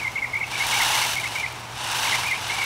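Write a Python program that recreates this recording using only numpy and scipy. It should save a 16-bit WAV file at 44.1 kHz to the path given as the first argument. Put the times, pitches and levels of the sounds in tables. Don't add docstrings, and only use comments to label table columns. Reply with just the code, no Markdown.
import sys
import numpy as np
from scipy import signal
from scipy.fft import rfft, irfft
from scipy.io import wavfile

SR = 44100
rng = np.random.default_rng(int(sys.argv[2]) if len(sys.argv) > 2 else 0)


def digitize_waveform(pressure):
    field = np.atleast_2d(pressure).T
    bounded = np.clip(field, -1, 1)
    quanta = np.round(bounded * 32767).astype(np.int16)
    wavfile.write(sys.argv[1], SR, quanta)


def volts_from_db(level):
    exponent = np.asarray(level, float) / 20
    return 10 ** exponent


N = 116865

# centre in Hz, width in Hz, lift in dB.
HOUSING = [(894, 466, 12), (1596, 440, 6), (2850, 590, 9), (3740, 760, 7), (4530, 310, 4), (5340, 175, 6),
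           (5950, 840, 5.5), (7800, 310, 2), (9100, 1400, 2.5)]
# frequency in Hz, density in dB per Hz.
CLATTER = [(300, -32), (2000, -2), (6000, -1), (11000, -3), (15500, -8.5)]


def colour(x, points, peaks=(), size=2048):
    f = np.maximum(np.arange(size // 2 + 1) * SR / size, 1)
    p = np.array(points)
    gain_db = np.interp(np.log(f), np.log(p[:, 0]), p[:, 1])
    for hz, width, lift_db in peaks:
        gain_db = gain_db + lift_db / (1 + (2 * (f - hz) / width) ** 2)
    cepstrum = irfft(np.log(volts_from_db(gain_db)))
    causal = np.r_[cepstrum[0], 2 * cepstrum[1:size // 2], np.zeros(size // 2)]
    response = irfft(np.exp(rfft(causal)))
    return signal.fftconvolve(x, response)[:N]


def unit(x):
    return x / np.sqrt(np.mean(x ** 2))


def walk(rate):
    low_pass = signal.butter(2, rate, fs=SR, output="sos")
    return unit(signal.sosfilt(low_pass, rng.standard_normal(N + SR))[SR:])


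def ticks(rate, scatter_db):
    hit = rng.random(N) < rate / SR
    size = rng.exponential(size=N)
    sign = rng.choice([-1., 1.], N)
    return unit(hit * sign * volts_from_db(scatter_db * size))


def impulses(events, gain_db):
    hits = np.zeros(N)
    hits[[int(s * SR) for s, db in events]] = [volts_from_db(db + gain_db) for s, db in events]
    return hits


def park(t):
    # frequency in Hz, density in dB per Hz.
    park_colour = [(15, -32), (30, -18), (85, -5.5), (180, -13), (550, -17), (920, -13.5), (5900, -23.5),
                   (15500, -38)]
    level_db, hum_hz, hum_db, hum_wobble_db = -37.5, 119, -45.5, 1
    noise = rng.standard_normal(N) * volts_from_db(0.28 * walk(1.9))
    far = colour(noise, park_colour, [(896, 700, 8.3), (2300, 770, 5.7)], size=8192)
    hum = np.sin(2 * np.pi * (hum_hz * t + 0.15 * walk(4.9))) * volts_from_db(hum_wobble_db * walk(7.5))
    return volts_from_db(level_db) * unit(far) + volts_from_db(hum_db) * unit(hum)


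def echo(x):
    echo_db, t60_s, lag_s = -11.5, 0.4, .012
    lag = np.arange(SR // 2) / SR
    decay = (lag > lag_s) * volts_from_db(-60 * lag / t60_s)
    blur = unit(rng.standard_normal(len(lag)) * decay) / np.sqrt(len(lag))
    return volts_from_db(echo_db) * signal.fftconvolve(x, blur)[:N]


def bird(t):
    # middle in seconds, level in dB, pitch in Hz, half-length in seconds, fall in
    # Hz per ms.
    notes = [(.003, -28.5, 2485, 0.02, 34), (0.022, -26, 2240, .007, 18), (0.032, -23, 2240, 0.0057, -8),
             (0.054, -21.5, 2136, 0.015, 8), (0.073, -21, 2126, 0.0077, 10),
             (0.081, -21.5, 2215, 0.0049, -10), (0.164, -20.5, 2155, 0.012, 8),
             (0.177, -31, 2620, 0.0055, 34), (0.184, -21, 2220, 0.01, 17), (0.193, -33, 2720, 0.0051, 38),
             (0.197, -28.5, 2290, 0.0088, -6), (0.228, -19, 2158, 0.011, 8),
             (0.246, -20, 2127, 0.0093, 31), (0.26, -30, 2350, 0.01, 5), (.280, -33, 2180, .008, 8),
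             (.302, -33, 2200, .007, 15), (.341, -20.5, 2123, 0.012, 12), (0.359, -19.5, 2196, 0.011, 14),
             (0.373, -22.5, 2268, 0.016, -9.5), (0.402, -33, 2600, 0.0051, 27),
             (0.415, -20.5, 2157, 0.011, 17), (0.434, -21, 2220, 0.011, 12),
             (0.442, -27.5, 2700, 0.005, 40), (.449, -31.5, 2570, 0.009, 5),
             (.470, -36, 2180, 0.0087, 11),
             (0.529, -29.5, 2300, 0.0079, 5), (0.537, -26, 2330, 0.0086, 3),
                        (.544, -29, 2520, 0.0054, 10), (0.557, -20, 2300, 0.0039, 6),
                        (0.577, -33, 2300, 0.029, 3.5), (.610, -19, 2152, .012, 4.8),
                        (0.626, -20.5, 2230, 0.011, 4.8), (0.65, -28, 2360, 0.016, 3.9),
                        (0.733, -21.5, 2180, 0.014, 18), (0.752, -21, 2310, .009, 12),
                        (.767, -32, 2400, 0.0057, 15), (0.779, -24.5, 2300, 0.0098, 3),
                        (0.808, -20, 2040, 0.012, 22), (0.826, -19, 2150, 0.011, 12),
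                        (0.939, -23.5, 2170, 0.011, 14), (.957, -21.5, 2150, 0.0098, 26),
                        (0.979, -23, 2300, .007, 10), (1.024, -23, 2174, 0.014, 12),
                        (1.045, -24, 2220, 0.017, 14),
             (1.168, -22.5, 2185, 0.012, 11), (1.186, -22, 2216, 0.011, 10),
                  (1.202, -26.5, 2356, 0.013, 5), (1.242, -24, 2076, 0.015, 7),
                  (1.261, -22, 2220, 0.0084, 10), (1.275, -31, 2590, .014, -6),
                  (1.363, -23, 2205, .013, 14), (1.381, -24, 2355, 0.0065, 2),
                  (1.389, -25, 2320, 0.0091, 2), (1.401, -23, 2390, 0.0047, 5),
                  (1.411, -26, 2360, 0.0081, 10), (1.442, -21, 2092, 0.016, 10),
                  (1.464, -20.5, 2300, 0.0039, -19), (1.480, -37, 2480, 0.011, 7),
                  (1.52, -39, 2380, .01, 2), (1.552, -41, 2330, .012, -2),
             (2.056, -24, 2125, .011, 19), (2.076, -24.5, 2290, 0.011, 30),
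                   (2.128, -19.5, 2080, 0.014, 15), (2.146, -19.5, 2150, 0.011, 26),
                   (2.159, -26.5, 2350, 0.019, -2), (2.242, -26, 2200, .012, 20),
                   (2.256, -27, 2320, .006, 3), (2.263, -24, 2220, 0.0064, 10),
                   (2.272, -24, 2460, 0.011, -10), (2.289, -21, 2420, 0.011, 7),
                   (2.301, -22, 2430, 0.0044, 15), (2.318, -20, 2080, 0.013, 4),
                   (2.331, -19.5, 2170, 0.012, -14), (2.343, -25, 2270, 0.0044, -8),
                   (2.363, -28.5, 2480, 0.0092, -20), (2.504, -22, 2160, 0.011, 2),
                   (2.529, -26, 2300, 0.017, -6), (2.55, -25.5, 2300, .009, 10),
                   (2.570, -27, 2180, .008, 10), (2.589, -25, 2300, .006, 6), (2.601, -24, 2280, 0.008, 8),
                   (2.617, -20, 2200, 0.01, 25), (2.632, -19, 2230, 0.0082, -4),
                   (2.641, -26, 2215, .005, 2), (2.590, -31, 2850, .006, 35), (2.631, -28, 2710, .005, 30),
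                   (2.645, -31, 2680, .006, 20)]
    quaver_hz, quaver_db, roundness = 23, 0.8, 1.36
    drift = np.cumsum(quaver_hz * walk(155)) / SR
    flutter = volts_from_db(quaver_db * walk(140))
    song = np.zeros(N)
    for at, db, hz, length, fall in notes:
        near = slice(max(int((at - length) * SR), 0), int((at + length) * SR))
        u = t[near] - at
        shape = np.cos(np.pi / 2 * np.clip(u / length, -1, 1)).clip(0) ** roundness
        cycles = hz * u - fall * 1000 * u ** 2 / 2 + drift[near]
        song[near] += volts_from_db(db) * 1.1 * shape * np.sin(2 * np.pi * cycles)
    song = song * flutter
    return song + echo(song)


def tip_taps(t):
    # time in seconds, level in dB.
    tap_events = [(0.0012, -41), (0.015, -39), (0.0344, -38), (0.0771, -41), (0.1193, -38), (0.1848, -44),
                  (0.2459, -44), (0.2661, -45), (0.2849, -42), (0.3265, -41), (0.3431, -39), (0.3671, -38),
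                  (0.3926, -39), (0.4683, -37), (0.4813, -39), (0.5164, -32), (0.6679, -28), (0.6883, -28),
                  (0.7272, -31), (0.8147, -24), (0.8865, -27), (1.0152, -28), (1.049, -26), (1.1077, -29),
                  (1.1533, -30), (1.201, -34), (1.2127, -36), (1.2766, -42), (1.315, -39), (1.3973, -36),
                  (1.4204, -43), (1.4851, -42), (1.5255, -38), (1.6005, -42), (1.7222, -46), (1.7541, -42),
                  (1.7786, -38), (1.8427, -31), (1.8728, -32), (1.9158, -26), (1.9739, -34), (2.0294, -26),
                  (2.2, -28), (2.2675, -28), (2.28, -30), (2.3125, -28.5), (2.3779, -35), (2.4183, -34),
                  (2.4811, -31), (2.5455, -33), (2.6166, -31), (2.6403, -28)]
    # frequency in Hz, density in dB per Hz.
    tap_colour = [(1000, -30), (4000, -9), (9000, -3), (15500, -6)]
    width_s, gain_db = .0028, -4.5
    bell = np.exp(-((t[:600] - t[300]) / width_s) ** 2)
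    burst = np.convolve(impulses(tap_events, gain_db), bell)[300:N + 300]
    return burst * unit(colour(rng.standard_normal(N), tap_colour, HOUSING))


def shaft_bumps(t):
    # start in seconds, peak in dB.
    bump_events = [(.654, -26), (.768, -26), (.799, -21), (.897, -22), (.965, -24), (1.014, -31),
                   (1.069, -25), (1.35, -31), (1.93, -28), (1.99, -24), (2.032, -29), (2.079, -21),
                   (2.148, -22), (2.184, -21)]
    ring_hz, ring_s, gain_db = 950, .0035, -3
    out = np.zeros(N)
    detune = 0.065 * rng.standard_normal(len(bump_events))
    for (at, db), off in zip(bump_events, detune):
        u = (t - at).clip(0)
        envelope = np.e * u / ring_s * np.exp(-u / ring_s)
        out += volts_from_db(db + gain_db) * envelope * np.sin(2 * np.pi * ring_hz * (1 + off) * u)
    return out


def hard_knocks(t):
    # time in seconds, peak in dB.
    knock_events = [(0.515, -24), (0.5771, -22), (0.5914, -21.5), (0.6673, -13), (0.687, -23),
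                    (0.7294, -22), (0.8154, -26), (0.847, -12), (0.8874, -14), (1.1564, -30), (1.3966, -25),
                    (1.843, -24), (1.9304, -26), (1.9724, -20), (2.0924, -20), (2.1504, -15)]
    length_s, gain_db = 0.0046, -4
    grit = t / length_s * np.exp(-3 * t / length_s) * rng.standard_normal(N)
    smear = colour(grit, CLATTER, HOUSING)[:400]
    return np.convolve(impulses(knock_events, gain_db), smear / abs(smear).max())[:N]


def quill_rustle(swing):
    # frequency in Hz, density in dB per Hz.
    quill_colour = [(150, -14.5), (550, -13.5), (800, -7.5), (2300, -5.5), (4000, -8.5), (7000, -11.5),
                    (10000, -13.5), (15500, -31.5)]
    ticks_per_s, scatter_db, swish_db = 9000, 2.2, -1.5
    fine = ticks(ticks_per_s * swing, scatter_db) + volts_from_db(swish_db) * rng.standard_normal(N)
    return unit(colour(swing * fine, quill_colour, HOUSING))


def snap_clatter(t, swing, crowd):
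    snaps_per_s, scatter_db, bunching, decay_s = 900, 1.4, 1.2, .0008
    snaps = ticks(snaps_per_s * crowd ** 2 * swing ** bunching, scatter_db)
    envelope = np.convolve(abs(snaps), np.exp(-t[:400] / decay_s))[:N]
    return unit(colour(envelope * rng.standard_normal(N), CLATTER, HOUSING))


def train(t):
    # time in seconds, shake effort in dB, crisp clatter in dB relative to the rustle.
    shake = [(0, -41, -7), (.22, -53, 3), (.44, -46, -18), (.505, -39.5, -4), (.52, -36, -17),
             (0.619, -31.5, -10.5), (.74, -28, -8.5), (.98, -27, -9.5), (1.139, -32, -5),
             (1.175, -37.5, -2), (1.41, -37.5, -4), (1.44, -41, -11), (1.7, -48, -8), (1.81, -34, -19),
             (1.96, -30, -9.5), (2.05, -29, -8.5), (2.13, -28, -14.5), (2.38, -38, -7), (2.5, -32.5, -15)]
    shake_hz, depth_db, wander, train_db = 25.6, .8, .025, 4
    patchy_db, patchy_hz = .8, 70
    crowding, calm_db = .45, -40
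    at, effort_db, crisp_db = np.array(shake).T
    effort_db = np.interp(t, at, effort_db)
    phase = 2 * np.pi * np.cumsum(shake_hz * (1 + wander * walk(2.4))) / SR
    crowd = volts_from_db(crowding * (effort_db - calm_db).clip(0))
    pulse_db = depth_db * np.cos(phase) / np.sqrt(crowd)
    swing = volts_from_db(pulse_db + patchy_db * walk(patchy_hz) / crowd)
    clatter = volts_from_db(np.interp(t, at, crisp_db)) * snap_clatter(t, swing, crowd)
    return (quill_rustle(swing) + clatter) * volts_from_db(train_db + effort_db)


def scene():
    t = np.arange(N) / SR
    peacock = tip_taps(t) + shaft_bumps(t) + hard_knocks(t) + train(t)
    return (park(t) + bird(t) + peacock)[None]


def roll_off(x):
    return signal.sosfilt(signal.butter(12, 15980, fs=SR, output="sos"), x)


def record(dry):
    low_pass = signal.ellip(16, .2, 80, 15745, fs=SR, output="sos")
    return roll_off(signal.sosfilt(low_pass, dry))


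dry = scene()
out = record(dry)
digitize_waveform(out)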